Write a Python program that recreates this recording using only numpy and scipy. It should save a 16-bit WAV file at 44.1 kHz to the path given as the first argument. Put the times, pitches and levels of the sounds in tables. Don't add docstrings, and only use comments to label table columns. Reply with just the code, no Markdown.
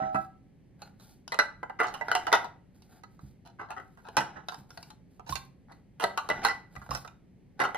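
import sys
import numpy as np
from scipy import signal
from scipy.fft import rfft, irfft, next_fast_len
from scipy.io import wavfile
from scipy.ndimage import uniform_filter1d

SR = 44100
rng = np.random.default_rng(int(sys.argv[2]) if len(sys.argv) > 2 else 0)


def bounce(signal):
    frames = np.transpose(np.atleast_2d(signal))
    limited = np.clip(frames, -1, 1)
    pcm = np.round(limited * 32767).astype(np.int16)
    wavfile.write(sys.argv[1], SR, pcm)


N = 342657

# f/Hz, level/dB, t60/s
CUP_MODES = [(441, -1.5, 0.029), (735, -1.5, 0.011), (781, -4, 0.11), (928, -5.5, 0.081), (1014, -6, 0.056),
             (1237, -3.5, 0.03), (1446, -2.5, 0.036), (1427.5, -3.5, 0.088), (1633, -2.5, 0.018),
             (2601, -13.5, 0.049), (2848, -14, 0.06), (3978, -15, 0.073), (4045, -16.5, 0.027),
             (4990, -12, 0.02), (5390, -9.5, 0.024), (6270, -13, 0.025)]
FAR_RIGHT_LEFT_LAG_S = 0.00028


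def amp(db):
    return 10 ** (np.asarray(db) / 20)


def rms_one(x):
    return x / np.sqrt(np.mean(x ** 2) + 1e-20)


def at_hz(points, hz):
    points = np.array(points)
    return np.interp(np.log(hz), np.log(points[:, 0]), points[:, 1])


def ring(clicks, hz, t60):
    radius = amp(-60 / (t60 * SR))
    angle = 2 * np.pi * hz / SR
    feedback = [1, -2 * radius * np.cos(angle), radius * radius]
    return signal.lfilter([0, np.sin(angle)], feedback, clicks + 1e-18)


def spectrum_hz(size):
    return np.maximum(np.arange(size // 2 + 1) * SR / size, 1)


def colour(x, spectrum):
    size = next_fast_len(x.shape[-1])
    gain = amp(at_hz(spectrum, spectrum_hz(size)))
    return irfft(rfft(x, size) * gain, size)[..., :x.shape[-1]]


def stereo_bands(size):
    # f/Hz, left-right likeness (0 to 1)
    likeness = [(30, .85), (200, .7), (700, .45), (2500, .55), (6000, .6), (14000, .55)]
    edges_hz = 25 * 2 ** np.arange(0, 9.6, .5)
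    white = rng.standard_normal((2, 2, size))
    for k, (low, high) in enumerate(zip(edges_hz, edges_hz[1:])):
        band_pass = signal.butter(2, [low, high], "band", fs=SR, output="sos")
        mid, side = signal.sosfilt(band_pass, white[k % 2])
        hz = np.sqrt(low * high)
        alike = np.clip(at_hz(likeness, hz), 0, 1)
        yield hz, np.sqrt(1 + alike) * mid + np.sqrt(1 - alike) * side * [[1], [-1]]


def rumble():
    # f/Hz, density level/dB
    spectrum = [(12, -40), (20, -7.5), (163, 2.5), (678, -21.5), (1090, -39.5), (1370, -50.5),
                (1710, -36.5), (1960, -27), (3250, -40.5), (4180, -39), (7310, -44), (11100, -48.5),
                (13500, -59.5), (16000, -77)]
    noise = sum(amp(at_hz(spectrum, hz)) * band for hz, band in stereo_bands(N))
    return amp(-57.5) * rms_one(noise)


def micro_slips():
    slips_per_s, clumps_per_s, clump_db = 4200, 170, 3.5
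    slips = (rng.random(N) < slips_per_s / SR) * rng.choice([-1, 1], N)
    slips = slips * amp(2.0 * np.minimum(rng.exponential(1, N), 5))
    bunches = rng.standard_normal(int(clumps_per_s * N / SR) + 2)
    bunching = np.interp(np.arange(N) / SR * clumps_per_s, np.arange(len(bunches)), bunches)
    return slips * amp(clump_db * bunching)


def rubbing():
    # start t/s, hold t/s, cup body level/dB, hiss level/dB
    strokes = [(0, 0.063, -48, -75), (0.144, 0.066, -58, -64.5), (0.805, 0.055, -57.5, -70),
               (1.005, 0.12, -69.5, -64.5), (1.861, 0.56, -51, -70.5), (2.75, 0.1, -75, -74.5),
               (2.9, 0.077, -63.5, -69.5), (3.11, 0.018, -77.5, -77), (3.215, 0.028, -72.5, -71.5),
               (3.265, 0.015, -74, -71.5), (3.799, 0.38, -74.5, -78.5), (4.156, 0.23, -52.5, -82),
               (4.485, 0.105, -66, -66), (4.697, 0.19, -68, -70), (5.11, 0.048, -80, -78),
               (5.294, 0.065, -67, -50), (5.71, 0.063, -73, -84), (6.008, 0.58, -56, -73.5),
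               (6.334, 0.13, -43, -75), (6.724, 0.13, -64, -68), (6.918, 0.057, -53, -51.5),
               (7.596, 0.19, -55.5, -76)]
    rise_db_per_s, fall_db_per_s = 888, 246.5
    scrape_hz, scrape_q, scrape_db = 4740, 1.1, 6

    start, hold, body_db, hiss_db = np.transpose(strokes)[:, :, None]
    now = np.arange(0, N, 64) / SR
    before = np.maximum(start - now, 0)
    after = np.maximum(now - start - hold, 0)
    shape_db = -rise_db_per_s * before - fall_db_per_s * after
    body_gain, hiss_gain = (np.interp(np.arange(N) / SR, now, amp(db + shape_db).sum(axis=0))
                            for db in (body_db, hiss_db))

    slips = micro_slips()
    body = np.zeros(N)
    for k, (hz, db, t60) in enumerate(CUP_MODES):
        body += amp(1.4 * db) * ring(slips, hz, 0.15 * t60) * (-1) ** k
    scraped = slips + amp(scrape_db) * signal.lfilter(*signal.iirpeak(scrape_hz, scrape_q, SR), slips)
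    hiss = signal.sosfilt(signal.butter(2, 3200, "high", fs=SR, output="sos"), scraped)
    return rms_one(body) * body_gain + rms_one(hiss) * hiss_gain


def hollow():
    # t/s, level/dB, free ringing t/ms, hardness/(dB per octave)
    knocks = [(0.001, -30.5, 140, -0.5), (0.147, -30.5, 47, 8.5)]
    # f/Hz, level/dB, t60/s
    modes = [(645.5, -4, 0.61), (764.4, 1, 1.6), (1318.4, -6, 0.5), (1390, -35.5, 0.2), (1630, -16, 0.35),
             (2598, -30.5, 0.11)]
    out = np.zeros(N + SR)
    hz, mode_db, t60 = np.transpose(modes)[:, :, None]
    t = np.arange(SR // 2) / SR
    rings = amp(mode_db - 60 * t / t60) * np.sin(2 * np.pi * hz * t) * (1 - np.exp(-t / 0.00085))
    for s, level_db, free_ms, hard_db in knocks:
        damped_db = -900 * np.maximum(t - free_ms / 1000, 0) * hz.min() / hz
        tilt_db = hard_db * np.log2(hz / hz.min())
        at = round(s * SR)
        out[at:at + len(t)] += np.sum(rings * amp(level_db + damped_db + tilt_db), axis=0)
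    return out[:N]


def room(x):
    # f/Hz, t60/s
    room_t60 = [(200, 0.46), (800, 0.35), (2000, 0.33), (5000, 0.28), (14000, 0.22)]
    size = SR // 2
    t = np.arange(size) / SR
    tail = sum(band * amp(-60 * t / at_hz(room_t60, hz)) for hz, band in stereo_bands(size))
    tail *= np.clip((t - .004) / 0.0046, 0, 1)
    tail /= np.sqrt(np.sum(tail ** 2) / 2)
    return signal.fftconvolve(x[None], tail, axes=1)[:, :N]


def chatter(t, chatter_ms):
    shape = 1.85
    slide_in_share = 0.13
    touches = (rng.random(len(t)) < 1100 / SR) * rng.standard_normal(len(t))
    touches *= amp(-9.0) * np.exp(-(1000 * t / max(chatter_ms, 2)) ** shape)
    touches *= 1 - np.exp(-1000 * t / (slide_in_share * chatter_ms + 0.091))
    touches[0] = np.clip(2.2 - chatter_ms / 22, .08, 1)
    return touches


def cup_rings(t, low_hz, high_hz):
    wall_t60, rim_t60, grip_t60_share = 0.1, 0.077, 0.73
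    wall_favour_db, rim_favour_db = 7.5, 8.5
    waver_radians, waver_step = .95, 64

    cup_hz, mode_db, t60 = np.tile(np.transpose(CUP_MODES), reps=5)
    high = cup_hz > 2300
    count = len(cup_hz)
    hz = cup_hz * (1 + .075 * rng.standard_normal(count))
    for favoured in (low_hz, high_hz):
        hz[np.argmin(np.abs(hz - favoured))] = favoured
    held_t60 = grip_t60_share * np.select([hz == low_hz, hz == high_hz], [wall_t60, rim_t60], t60)

    favoured_db = sum(lift_db * np.exp(-(np.log(hz / f) / 0.086) ** 2)
                      for f, lift_db in ((low_hz, wall_favour_db), (high_hz, rim_favour_db)))
    strength = amp(mode_db + favoured_db + rng.normal(0, 3.1, (2, count)))
    phase = rng.choice([0, np.pi], count) + rng.normal(0, 0.79, (2, count))
    steps = waver_radians * rng.standard_normal((count, len(t) // waver_step))
    waver = np.repeat(np.cumsum(steps, axis=1), repeats=waver_step, axis=1)
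    waver = uniform_filter1d(waver, size=waver_step, axis=1)

    sines = np.sin(2 * np.pi * hz[:, None] * t + waver + phase[..., None])
    rings = strength[..., None] * sines * amp(-60 * t / held_t60[:, None])
    return rings[:, ~high].sum(axis=1), rings[:, high].sum(axis=1)


def base_ring(t):
    hz = 1981.6 * rng.normal(1, 0.0013)
    return np.sin(2 * np.pi * hz * t + rng.normal(0, 0.86, (2, 1))) * amp(-60 * t / 0.047)


def bright_crack(t, high_hz):
    # f/Hz, density level/dB
    spectrum = [(300, -6), (1000, 21), (2500, -7), (5000, 1), (7000, 5), (10000, 2.5), (15000, -10.5)]
    crack = colour(rng.standard_normal(len(t)), spectrum) * np.exp(-t / 0.0023)
    return crack + amp(14) * signal.lfilter(*signal.iirpeak(high_hz, 7.0, SR), crack)


def cups():
    # t/s, peak level/dB, treble level/dB and base ring level/dB (both against the walls),
    # favoured wall ring f/Hz, favoured rim ring f/Hz, left-right level/dB, chatter t/ms
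    contacts = [(0.012, -31.5, -32, -8, 1390, 2450, -10, 38),
                (0.146, -21.5, -24.5, -19, 728, 2610, -2.5, 18),
                (0.819, -32.5, -4.5, -41, 850, 4220, -3, 9.3), (0.998, -48, -4, -25, 1490, 3970, -3.5, 32),
                (1.278, -29, 9, -35, 1480.0, 5040, 4.5, 3.9), (1.32, -20, -7.5, 0, 1200, 4120, -0.5, 22),
                (1.343, -24.5, -8, -35, 680.0, 2770, -9, 6.5),
                (1.389, -7.5, -11, -4, 1600, 3940, -1.0, 15.2),
                (1.418, -23.5, -37, -29, 1390, 2590.0, 7, 8.9),
                (1.63, -25, -26.5, -9.5, 768, 2950, -2.5, 6.9),
                (1.697, -28, -26.5, -14.5, 860, 2820, 0.5, 7.9),
                (1.789, -16.5, -19, -6.5, 1231, 2840, 1, 50),
                (1.801, -12.5, -23, -6.5, 1383, 2790, -1.5, 14),
                (1.833, -24, -15.5, -34, 1450, 3030, 1, 29), (1.869, -29, -12, -38, 885, 4270, -5, 30),
                (1.94, -28, -6.5, -35, 1160, 2890, -3, 15), (2.011, -22, -22.5, -3, 903, 2830, -7, 19.5),
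                (2.083, -21.5, -17.5, -10.5, 1353, 3960.0, -3, 25),
                (2.115, -10.5, -15, -12, 1443, 3000, -0.5, 14.6),
                (2.151, -10.5, -8.5, -11, 845, 2930, -2, 12),
                (2.268, -19, -13, -12.5, 834.0, 3040, -3.5, 17.6),
                (2.318, -12, -13.5, 0.5, 850, 3870, -3.5, 36.7),
                (2.327, -8, -11, -16, 1337, 3530, 0.5, 17.5), (2.35, -16, -12, -15, 889, 2980, 2, 18),
                (2.444, -28, -15, -31.5, 765, 3870.0, 1.5, 17),
                (2.821, -47.5, 21, -33.5, 485.0, 4740, -2.5, 7.3),
                (3.035, -35, -10.5, -7, 1274, 3970, -6, 6.9), (3.192, -45, -20, -17, 1250, 4080, -4, 6.2),
                (3.451, -42.5, -7.5, -35.5, 770, 3910, -3, 41),
                (3.587, -29.5, -23.5, -9, 1185, 2890, 1, 45), (3.601, -35, -19.5, -31, 867, 3920, 2.5, 48),
                (3.687, -37, -24, -29, 780, 4130.0, 14, 41), (3.705, -29, -14, -39, 1040, 2810, -3, 18),
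                (3.765, -29, -21.5, -16, 1402, 2900.0, 1.5, 36),
                (3.973, -46.5, -19, -7.5, 1500, 2900, -4.5, 27), (4.046, -38, -15.5, -43, 900, 3870, 3, 43),
                (4.086, -32, -13, -30, 763, 2940, 0.5, 7.8),
                (4.168, -8.5, -8.5, -14, 903, 2870, -2.5, 19.8),
                (4.206, -21, -13.5, -13, 1414, 2990, -2, 19), (4.359, -36, -31, -16, 1017, 2920, -8.5, 36),
                (4.485, -20.5, -3.5, -10.5, 1347, 3820, 0, 11.4),
                (4.521, -31, -13, -28, 920, 4640, -7.5, 13), (4.543, -31, -8.5, -36, 916, 5040, -3, 8),
                (4.705, -38, -5, -27.0, 1367, 5360, -2.5, 6.9), (4.774, -31, -5.5, -20, 729, 4550, -1, 5.8),
                (4.828, -36, 27, -22, 745.0, 4670.0, 1, 6.8), (4.903, -39.5, -3, -21.5, 1290, 3940, 3, 7.7),
                (5.195, -37, -19.5, -37, 811, 2630, -7, 8.4),
                (5.262, -35, -7.5, -35, 888, 4100.0, -6.5, 51), (5.293, -26, -6.5, -23, 747, 5680, -4, 9.7),
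                (5.324, -29, 20, -28.0, 1070.0, 3900, -1, 8.7),
                (5.355, -21, 5, -9, 1480, 4180, -11.5, 15.6), (5.684, -42.5, -23, -26, 742, 4230, 0, 42),
                (5.72, -45.5, 1.5, 1.5, 965, 4280, -3, 9.1), (5.998, -25, -8, -16.5, 930, 2880, -2.5, 37.6),
                (6.021, -22.5, -12.5, -8, 774, 4130, 0, 33),
                (6.039, -11.5, -12.5, -11.5, 633, 3970, -1, 5.1),
                (6.175, -17, -10.5, -17.5, 1200, 3000, 0.5, 15), (6.289, -20, -9.5, -25, 936, 3810, -3, 22),
                (6.3, -14.5, -15.5, -5.5, 927, 2880, -2.5, 19.7),
                (6.428, -19.5, -7.5, -7, 808, 2620, -3.5, 81.0),
                (6.449, -9, -10, -14.5, 1376, 4030, -0.5, 17),
                (6.485, -17.5, -8.5, 1, 1303, 5280, -0.5, 24), (6.753, -42, -14, -35, 805, 2430, 14, 10),
                (6.763, -32, -12.5, -1, 1186, 2370, -4, 6.5), (6.816, -39, -21, -19, 1254, 4070, -4, 14),
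                (6.863, -40, -17, -22, 900.0, 2430.0, 1, 4.9), (6.891, -32, -20, -27, 540, 3980.0, -8, 12),
                (6.908, -24, -5.5, -37, 1046, 5310, -2.5, 21.6),
                (6.949, -21, -2.5, -9.5, 1390, 5250, -6.5, 16.5),
                (7.048, -34.5, -18, -17, 1280, 3800, -2.5, 8.8),
                (7.076, -35.5, -0.5, -16.5, 1334, 2410, -3.5, 5.8),
                (7.593, -18.5, -13.5, -26.5, 975, 3765, 3, 42.6),
                (7.601, -15, -15, -1.5, 1317.0, 2840, -9, 18),
                (7.637, -16, -17, -11, 1345, 2930, 0.5, 27.8),
                (7.689, -27.5, -25, -7, 1180, 2900, -6.5, 6.4),
                (7.746, -21.5, -16.5, -7, 865, 3120, -0.5, 27)]
    size = 4096
    out = np.zeros((2, N + 8192))
    t = np.arange(size) / SR
    onset = 1 - np.exp(-t / 0.00063)
    for s, peak_db, treble_db, base_db, low_hz, high_hz, pan_db, chatter_ms in contacts:
        touches = chatter(t, chatter_ms)
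        walls, rim = cup_rings(t, low_hz, high_hz)
        base = base_ring(t)
        crack = amp(treble_db + 2.0) * rms_one(bright_crack(t, high_hz)) * onset
        body = rms_one(walls) + amp(base_db) * rms_one(base) + amp(treble_db) * rms_one(rim)
        body *= onset

        hard = touches * np.abs(touches) / np.abs(touches).max()
        cracks = signal.fftconvolve(crack, hard)
        hit = signal.fftconvolve(body, touches[None], axes=1) + cracks
        hit *= amp(pan_db * np.array([[.5], [-.5]]))
        hit *= amp(peak_db) / np.abs(hit).max(axis=1).mean()

        at = round(s * SR)
        late = at + round(FAR_RIGHT_LEFT_LAG_S * SR * np.clip((-pan_db - 3) / 5, 0, 1))
        out[0, late:late + hit.shape[1]] += hit[0]
        out[1, at:at + hit.shape[1]] += hit[1]
    return signal.sosfilt(signal.butter(2, 200, "high", fs=SR, output="sos"), out[:, :N])


def table():
    # t/s, level/dB, hardness/(dB per octave)
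    thumps = [(0.015, -36.5, 4), (0.143, -33.5, 5.5), (3.228, -39.5, -4), (4.174, -35.5, 6.5),
              (4.577, -46, -2.5), (5.293, -36.5, -1.5), (5.306, -37, -8.5), (6.037, -43.5, 5.5),
              (6.308, -46.5, 0), (6.766, -42, -7.5), (6.893, -35.5, -6.5), (6.924, -38, -4.5),
              (7.606, -41.5, 5)]
    # f/Hz, level/dB, t60/s
    modes = [(56.9, -7.5, 0.24), (86.5, -6.5, 0.12), (108, -13, 0.063), (135.5, 1.5, 0.28),
             (199.7, -2, 0.14), (273.2, 1, 0.086), (333.4, -10, 0.38)]
    s, level_db, hard_db = np.transpose(thumps)
    at = [round(x * SR) for x in s]
    out = np.zeros(N)
    luck_db = rng.normal(0, 1.0, (len(thumps), len(modes)))
    for k, (hz, mode_db, t60) in enumerate(modes):
        tilt_db = hard_db * np.log2(hz / modes[3][0])
        clicks = np.zeros(N)
        clicks[at] = amp(level_db + mode_db + tilt_db + luck_db[:, k]) * (-1) ** k
        out += ring(clicks, hz, t60)
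    return signal.sosfilt(signal.butter(2, [55, 300], "band", fs=SR, output="sos"), out)


def pops():
    # t/s, level/dB, starting f/Hz, left-right level/dB
    releases = [(5.324, -20, 1033, -24.5), (6.913, -19, 1086, -18)]
    out = np.zeros((2, N))
    t = np.arange(2000) / SR
    envelope = np.exp(-t / 0.004) * (1 - np.exp(-t / 0.011)) * 2
    for s, level_db, start_hz, pan_db in releases:
        tone = np.sin(2 * np.pi * start_hz * (t + 2.5 * t ** 2)) * envelope
        at = round(s * SR)
        out[:, at:at + len(t)] += tone * amp(level_db + pan_db * np.array([[.5], [-.5]]))
    return out


def scene():
    near = cups() + pops() + table() * amp([[-4.5], [-2.0]]) + rubbing()
    ringing = hollow()
    now = np.arange(N) / SR
    left = np.interp(now - FAR_RIGHT_LEFT_LAG_S, now, ringing)
    ports = np.array([left, ringing]) * amp([[-2], [4]])
    tail = room(amp(-10.5) * near.mean(axis=0) + amp(-11.5) * ringing)
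    return near + ports + tail + rumble()


def record(dry):
    # f/Hz, left lead/rad
    port_phase = [(60, .1), (700, -.4), (1500, .2), (4300, -.3), (5300, -2.7), (7500, -2.9), (9400, -1.6),
                  (10800, -.2), (14000, .3)]
    size = next_fast_len(N)
    turn = np.exp(.5j * at_hz(port_phase, spectrum_hz(size)) * [[1], [-1]])
    ports = irfft(rfft(dry, size) * turn, size)[:, :N]
    return signal.sosfilt(signal.cheby2(12, 70, 16400, fs=SR, output="sos"), ports)


dry = scene()
out = record(dry)
bounce(out)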